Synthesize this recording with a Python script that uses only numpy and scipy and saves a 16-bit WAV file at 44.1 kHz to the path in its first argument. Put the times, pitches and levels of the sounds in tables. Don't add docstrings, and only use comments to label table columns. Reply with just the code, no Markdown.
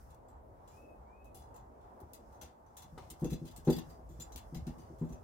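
import sys
import numpy as np
from scipy import signal
from scipy.fft import rfft, irfft, next_fast_len
from scipy.io import wavfile

SR = 44100
rng = np.random.default_rng(int(sys.argv[2]) if len(sys.argv) > 2 else 0)


def voltage_ratio(level):
    return 10 ** (np.asarray(level, float) / 20)


def persist_wave(psi):
    counts = np.round(np.clip(psi, -1, 1) * 32767).astype(np.int16)
    wavfile.write(sys.argv[1], SR, np.atleast_2d(counts).T)


N = 230675

# start_s, tyre_roar_db, engine_rumble_db
TRAFFIC = [(0.0, -64, -57), (0.8, -63, -60.5), (1.5, -60.5, -56.5), (2.0, -60.5, -64.5),
           (2.3, -62.5, -58.5), (2.55, -65.5, -69.5), (2.8, -64, -57.5), (3.4, -63.5, -59.5),
           (4.1, -62, -52), (4.5, -63, -54.5), (5.23, -61.5, -55)]
# pitch_hz, level_db_per_hz
RUMBLE_SPECTRUM = [(12, -76), (20, -37), (41, -0.5), (59, 3.5), (73, 4), (92, -5.5), (108, -2.5),
                   (135, -7.5), (200, -21.5), (260, -46), (440, -120)]
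# pitch_hz, level_db_per_hz
ROAR_SPECTRUM = [(71, -36), (120, -10), (187, -5), (226, 0), (269, -3.5), (637, 0.5), (881, 1), (1090, -6),
                 (2030, -26.5), (2480, -34), (3000, -39.5), (3900, -47), (6600, -120)]
# pitch_hz, level_db_per_hz
HISS_SPECTRUM = [(1180, -31), (2000, -1), (2960, -9), (5350, -10), (7250, -8), (10600, -11), (15100, -8),
                 (16000, -13)]
# pitch_hz, likeness (-1 to 1)
LIKENESS = [(40, 1), (200, 0.74), (500, 0.19), (1000, -0.36), (4000, 0.096), (12000, 0.052)]
# start_s, length_s, climb_s, first_hz, top_hz
WHISTLES = [
    (0.695, 0.265, 0.14, 2260, 2600),
    (1.04, 0.28, 0.18, 2090, 2555),
]
# start_s, level_db
RUB = [(0.0, -64.5), (0.13, -72), (0.28, -105), (0.77, -66.5), (0.96, -86), (1.28, -100), (1.5, -87),
       (1.85, -81.5), (2.36, -72), (2.5, -105), (2.75, -76), (2.99, -68), (3.57, -70), (3.9, -64.5),
       (4.03, -77.5), (4.2, -68), (4.9, -71), (5.23, -75)]
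# pitch_hz, level_db_per_hz
RUB_SPECTRUM = [(1060, 7), (1800, -2.5), (2480, -15), (3910, -19), (5250, -5.5), (8750, -11.5),
                (15100, -13), (16000, -14)]
# start_s, peak_db, t60_s
KNOCK = [
    (2.977, -36, 0.07),
]
# pitch_hz, width_hz, level_db
KNOCK_MODES = [(266, 115, 2.5), (370, 40, 9), (532, 40, 5), (763, 54, 5), (1210, 67, 6)]
# start_s, peak_db, hardness_db (per octave), damping_factor
THUMPS = [(1.349, -73, 16, 0.51), (2.012, -45, -4.5, 1.6), (2.417, -55, 1.5, 0.71), (2.843, -52, -13, 2.2),
          (2.923, -49, -18, 0.74), (3.104, -51.5, -4, 0.83), (3.216, -25.5, -10.5, 0.39),
          (3.315, -27.5, -12, 1.04), (3.412, -36, -13.5, 0.7), (3.493, -42, -12, 4), (3.58, -42, -16, 3.2),
          (3.669, -15.5, -5.5, 0.81), (3.763, -30.5, -12, 1.3), (3.86, -53, -11, 0.37),
          (3.989, -47, -3.5, 1.7), (4.092, -49, -11, 0.65), (4.186, -48.5, -9.5, 0.52),
          (4.348, -46.5, -6, 1.63), (4.469, -84, -17, 0.78), (4.521, -42, -11, 0.33),
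          (4.557, -37.5, -18.5, 0.91), (4.666, -32, -12.5, 1), (4.77, -50.5, -4, 0.54),
          (4.897, -44.5, -4, 1.4), (5.010, -29, -8.5, 0.68), (5.102, -37.5, -14.5, 1.56),
          (3.239, -22, -7.5, 1.4)]
# pitch_hz, level_db, t60_s
BENCH_MODES = [(61.6, -40, 1.3), (157.7, 1, 0.076), (240.6, -5, 0.24), (330, -3, 0.16), (381.8, -4.5, 0.17),
               (486.6, -7.5, 0.16), (766, -17.5, 0.26), (606, -13, 0.057), (1060, -66, 0.46)]
# pitch_hz, level_db_per_hz
WOOD_SPECTRUM = [(15, -49), (25, -15), (75, -39), (150, 2), (350, 5), (560, -6.5), (757, -9.5),
                 (2500, -32.5), (3250, -108), (5500, -120)]
# pitch_hz, width_hz, level_db
RIM_MODES = [(1980, 120, -11), (2150, 20, -11), (2690, 120, -7), (3070, 49, -9), (3460, 50, -3),
             (4020, 65, -6), (4790, 43, -2), (5050, 40, -7), (6090, 38, 0), (6690, 40, -9), (7150, 43, -1),
             (7310, 24, -7), (7600, 57, -7), (8030, 47, -8), (8300, 30, -11), (8690, 61, -9),
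             (9490, 37, -10), (9730, 51, -7), (10400, 42, -12), (10600, 42, -12), (11200, 95, -10),
             (12500, 100, -5), (12700, 56, -5), (13300, 55, -10), (13600, 93, -11), (14200, 250, -9)]
# pitch_hz, level_db_per_hz
RATTLE_SPECTRUM = [(710, -1), (1200, -12.5), (2250, -12), (3430, -6.5), (4450, -3.5), (4860, -8),
                   (5410, -3), (6030, -1), (8910, -2.5), (12500, 0.5), (16000, 1)]
# start_s, peak_db, rattle_t60_s, ring_db, favoured_hz
TICKS = [(0.1446, -55, 0.026, 2, 8950), (0.283, -72, 0.24, 9, 7500), (0.6749, -60, 0.42, -1, 6770),
         (1.243, -59.5, 0.21, -5, 11000), (1.3447, -49, 0.39, 1.5, 10100), (1.541, -64, 0.27, 3, 7050),
         (1.5589, -55.5, 0.17, -6, 7060), (2.001, -56, 0.12, -5, 11800), (2.1327, -46, 0.15, 2, 9400),
         (2.4124, -42.5, 0.13, -4, 5650), (2.767, -45, 0.25, -2, 7600), (2.977, -46, 0.4, -22, 2900),
         (3.1009, -37, 0.094, 0.5, 8560), (3.243, -46.5, 0.16, 1, 5650), (3.5614, -43, 0.14, -4, 8400),
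         (3.7631, -41.5, 0.1, -12, 5800), (4.3187, -58, 0.2, 7.5, 6200), (4.3581, -40.5, 0.13, -2, 6700),
         (4.5446, -44, 0.14, 3.5, 4600), (4.6668, -45, 0.17, -3, 4500), (4.9835, -66, 0.66, 2, 7700)]
# start_s, peak_db, rattle_t60_s, ring_db, favoured_hz
SLIPS = [(0.1, -61.5, 0.15, -1, 7800), (1.4175, -68, 0.063, 12, 6080), (1.807, -66.5, 0.59, -12, 4080),
         (2.66, -71.5, 0.28, -1, 6500), (2.32, -67, 0.65, -4, 6500), (2.4242, -48, 0.25, -17, 5040),
         (2.8181, -48.5, 0.13, -3, 6160), (3.193, -55.5, 1, -8, 8650), (3.5088, -50.5, 0.096, -10, 6140),
         (3.646, -52, 0.2, -4, 6000), (3.6716, -35.5, 0.21, -13, 2830), (4.088, -63.5, 0.6, 2, 7640),
         (4.1975, -49, 0.11, 12, 7100), (4.2134, -48, 0.12, 6, 6940), (4.2494, -66, 0.081, 6, 7140)]
# start_s, peak_db, rattle_t60_s, ring_db, favoured_hz
SHIVERS = [(3.297, -42, 0.17, -1, 6950), (3.325, -42.5, 0.1, 1.5, 4340), (3.4483, -49, 0.22, -13, 6270),
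           (3.47, -50, 0.15, 3, 4960), (3.697, -33, 0.072, 7, 12100), (3.7186, -45, 0.19, 10.5, 4870),
           (3.7796, -34, 0.073, -3, 6000), (3.892, -54.5, 0.24, -6, 4880), (4.3728, -38, 0.061, -0.5, 7500),
           (4.5594, -48.5, 0.12, -5, 5500), (4.7793, -58, 0.5, -3, 6240), (5.0394, -61, 0.16, 0, 7160),
           (5.0854, -57, 0.32, -9, 6150), (5.1186, -54, 0.14, 0, 6080)]

GARAGE_T60_S, WALL_CUT_HZ = 0.33, 3160
HISS_DB = -88.5
SAG_HZ_PER_S, WHISTLE_DB, WHISTLE_RELEASE_S = 410, -60.5, 0.04
CATCH_BEFORE_END_S, CATCH_S, CATCH_DB = 0.078, 0.014, -12
KNOCK_RISE_S, KNOCK_IN_ROOM = 0.007, 0.3
SWELL_S, SETTLE_S = 0.0054, 0.03
HEAVY_SLOWS = 0.18
SHAKE_DB, SHAKE_FOLLOWS = -49.5, 0.43
SHAKE_RISE_S, SHAKE_T60_S = 0.019, 0.54
RING_WIDENS = 1.15
PORT_LAG = 5
TILT_DB, TILT_DB_PER_OCTAVE = -16, 18.5
SHIVER_TILT_DB = -17


def rms_one(x):
    return x / np.sqrt(np.mean(x ** 2) + 1e-20)


def balance(db):
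    return voltage_ratio([[db], [-db]])


def in_time(rows):
    start_s, *columns = np.transpose(rows)
    return [np.interp(np.arange(N) / SR, start_s, column) for column in columns]


def at_hz(points, hz):
    point_hz, value = np.transpose(points)
    return np.interp(np.log(hz), np.log(point_hz), value)


def drift(rate_hz):
    r = np.exp(-2 * np.pi * rate_hz * 40 / SR)
    chance = rng.standard_normal(N // 40 + 2002)
    slow = rms_one(signal.lfilter([1], [1, -2 * r, r * r], chance)[2000:])
    return np.interp(np.arange(N) / 40, np.arange(len(slow)), slow)


def resonate(x, hz, width_hz):
    r = np.exp(-np.pi * width_hz / SR)
    feedback = [1, -2 * r * np.cos(2 * np.pi * hz / SR), r * r]
    return signal.lfilter([(1 - r * r) / 2, 0, (r * r - 1) / 2], feedback, x)


def coloured(spectrum, patchy_db):
    size = next_fast_len(N)
    hz = np.maximum(np.fft.rfftfreq(size, 1 / SR), 1)
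    alike = np.clip(at_hz(LIKENESS, hz), -1, 1)
    mid, side = rfft(rng.standard_normal((2, size))) * voltage_ratio(at_hz(spectrum, hz))
    both = np.sqrt(1 + alike) * mid + np.sqrt(1 - alike) * side * [[1], [-1]]
    edges = np.geomspace(spectrum[0][0], spectrum[-1][0], 5)
    total = np.zeros((2, N))
    for low, high in zip(edges, edges[1:]):
        band = irfft(both * (hz >= low) * (hz < high), size)[:, :N]
        total += voltage_ratio(patchy_db * drift(4.8)) * band
    return rms_one(total)


def hiss():
    return voltage_ratio(HISS_DB + 4.5) * coloured(HISS_SPECTRUM, patchy_db=1.0)


def garage(x):
    size = next_fast_len(N + SR)
    w = 2 * np.pi * np.fft.rfftfreq(size)
    dull = 1 / (1 + 1j * w * SR / (2 * np.pi * WALL_CUT_HZ))
    sides = []
    for lags_s in rng.uniform(0.011, 0.04, (2, 6)):
        response = 0
        for k, lag_s in enumerate(lags_s):
            loop = voltage_ratio(-60 * lag_s / GARAGE_T60_S) * dull * np.exp(-1j * w * round(lag_s * SR))
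            response = response + (-1) ** k * loop / (1 - loop)
        sides.append(irfft(rfft(x, size) * response, size)[:N])
    return np.array(sides)


def shudder():
    t, power = np.arange(N) / SR, np.zeros(N)
    for start_s, peak_db, _, _ in THUMPS:
        age = np.maximum(t - start_s, 0)
        level_db = SHAKE_DB + SHAKE_FOLLOWS * (peak_db + 38.5) - 60 * age / SHAKE_T60_S
        power += (voltage_ratio(level_db) * np.minimum(age / SHAKE_RISE_S, 1)) ** 2
    return np.sqrt(power)


def traffic_and_shudder():
    roar_db, rumble_db = in_time(TRAFFIC)
    engines = voltage_ratio(rumble_db - 1 * drift(3.6))
    rumble = np.hypot(engines, shudder()) * coloured(RUMBLE_SPECTRUM, patchy_db=-2.5)
    return rumble + voltage_ratio(roar_db + 4.5) * coloured(ROAR_SPECTRUM, patchy_db=1.85)


def bird():
    out, t = np.zeros(N), np.arange(N) / SR
    for start_s, length_s, climb_s, first_hz, top_hz in WHISTLES:
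        age = np.clip(t - start_s, 0, length_s)
        left_s = length_s - age
        climb = 1 - np.maximum(1 - age / climb_s, 0) ** 1.6
        hz = first_hz + (top_hz - first_hz) * climb - SAG_HZ_PER_S * np.maximum(age - climb_s, 0)
        catch = voltage_ratio(CATCH_DB * np.exp(-((left_s - CATCH_BEFORE_END_S) / CATCH_S) ** 2))
        fade = climb * catch * np.clip(left_s / WHISTLE_RELEASE_S, 0, 1)
        flutter = voltage_ratio(2.5 * drift(25))
        phase = 2 * np.pi * np.cumsum(hz + 22 * drift(60)) / SR
        out += voltage_ratio(WHISTLE_DB - 10.5) * flutter * fade * np.sin(phase)
    return out


def fingers():
    rub_db, = in_time(RUB)
    return voltage_ratio(rub_db - 3.5) * coloured(RUB_SPECTRUM, patchy_db=-1.0)


def knock():
    (start_s, peak_db, t60_s), = KNOCK
    t = np.arange(N) / SR - start_s
    fall = voltage_ratio(-60 * np.maximum(t, 0) / t60_s)
    burst = rng.standard_normal(N) * np.clip(t / KNOCK_RISE_S, 0, 1) * fall + 1e-18
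    burst[round(start_s * SR):][:20] += 0.5
    body = sum(voltage_ratio(level_db) * resonate(burst, hz, width_hz) for hz, width_hz, level_db in KNOCK_MODES)
    return voltage_ratio(peak_db - 3.5) * body / np.abs(body).max()


def thumps():
    out, t = np.zeros(N + SR), np.arange(2 ** 14) / SR
    bins_hz = np.maximum(np.fft.rfftfreq(len(t), 1 / SR), 1)
    for start_s, peak_db, hard_db, damping in THUMPS:
        strength_db = rng.normal(0, 1.5, len(BENCH_MODES))
        detune = rng.normal(1, 0.012, len(BENCH_MODES))
        swell_s = max(SWELL_S * voltage_ratio(HEAVY_SLOWS * (peak_db + 29)), 0.002)
        settle = voltage_ratio(-250 * np.maximum(t - SETTLE_S, 0))
        shape = (1 - np.exp(-t / swell_s)) ** 2 * settle
        fall_db = -60 * t * max(damping, 0.2)
        wood_db = at_hz(WOOD_SPECTRUM, bins_hz) + 0.5 * hard_db * np.log2(bins_hz / 200)
        grain = irfft(rfft(rng.standard_normal(len(t))) * voltage_ratio(wood_db))
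        body = voltage_ratio(-7) * rms_one(grain) * voltage_ratio(fall_db / 0.3)
        for k, (hz, level_db, t60_s) in enumerate(BENCH_MODES):
            level = voltage_ratio(level_db + strength_db[k] + hard_db * np.log2(hz / 200))
            fall = voltage_ratio(fall_db / min(1.72 * t60_s, 0.6))
            body += (-1) ** k * level * fall * np.sin(2 * np.pi * hz * detune[k] * t)
        out[round(start_s * SR):][:len(t)] += voltage_ratio(peak_db - 1.5) * shape * body
    return out[:N]


def rim(touches, rise_s, crack, base_db, db_per_octave):
    out, t = np.zeros((2, N + SR)), np.arange(3 * 2 ** 12) / SR
    hz = np.maximum(np.fft.rfftfreq(len(t), 1 / SR), 1)
    click = 1.0 * (t == 0)
    modes = rfft([voltage_ratio(level_db) * resonate(click, mode_hz, RING_WIDENS * width_hz)
                  for mode_hz, width_hz, level_db in RIM_MODES])
    modes_hz = np.array(RIM_MODES)[:, 0]
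    colour = voltage_ratio(at_hz(RATTLE_SPECTRUM, hz)) * (hz > RATTLE_SPECTRUM[0][0])
    low_pass = signal.butter(2, 8000, fs=SR)
    for start_s, peak_db, t60_s, ring_db, best_hz in touches:
        tilt_db = base_db + db_per_octave * np.log2(best_hz / 6000)
        tilt = (hz / 6000) ** (0.048 * (tilt_db + 2))
        ripple = voltage_ratio(np.interp(hz, np.arange(180) * 125, 4 * rng.standard_normal(180)))
        shared, own = rng.standard_normal(len(t)), rng.standard_normal((2, len(t)))
        both = 0.38 * np.array([shared, np.roll(shared, PORT_LAG)]) + 1.25 * own
        noise = irfft(rfft(both) * colour * ripple * tilt, len(t))
        dull = signal.lfilter(*low_pass, noise)
        fading = dull + (noise - dull) * voltage_ratio(-60 * t / 0.62)
        grain = voltage_ratio(2.0 * np.repeat(rng.standard_normal(len(t) // 64), 64))
        fall = voltage_ratio(-60 * t / max(t60_s, 0.02)) + crack * voltage_ratio(-60 * t / 0.0009)
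        rattle = fading / noise.std() * grain * fall * np.minimum(t / rise_s, 1)
        strength_db = rng.normal(0, 1.8, len(RIM_MODES))
        favoured_db = 10.5 * np.exp(-(np.log(modes_hz / best_hz) / 0.12) ** 2)
        ring = irfft(rfft(rattle) * (voltage_ratio(strength_db + favoured_db) @ modes), len(t))
        touch = voltage_ratio(peak_db - 7.5) * (rattle + voltage_ratio(ring_db + 11.0) * ring)
        out[:, round(start_s * SR):][:, :len(t)] += touch
    return out[:, :N] * balance(1.8)


def wheel_metal():
    ticks = rim(TICKS, rise_s=0.0017, crack=0.71, base_db=TILT_DB, db_per_octave=TILT_DB_PER_OCTAVE)
    slips = rim(SLIPS, rise_s=0.005, crack=0, base_db=TILT_DB, db_per_octave=TILT_DB_PER_OCTAVE)
    shivers = rim(SHIVERS, rise_s=0.01, crack=0, base_db=SHIVER_TILT_DB, db_per_octave=2)
    return ticks + slips + shivers


def scene():
    background = hiss() + traffic_and_shudder()
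    call, hands, tap, bench, metal = bird(), fingers(), knock(), thumps(), wheel_metal()
    near = call * balance(3.5) + tap * balance(1.5) + bench * balance(0.8) + metal
    room = voltage_ratio(-8) * garage(call) + voltage_ratio(-17) * garage(bench)
    room += voltage_ratio(-11.0) * garage(metal[0] - metal[1] + KNOCK_IN_ROOM * tap)
    return background + hands + room + near


def top_cut(x):
    return signal.sosfilt(signal.butter(12, 16410, fs=SR, output="sos"), x)


def record(dry):
    low_pass = signal.cheby1(12, 0.5, 15900, fs=SR, output="sos")
    mix = signal.sosfilt(low_pass, dry)
    return top_cut(mix)


dry = scene()
out = record(dry)
persist_wave(out)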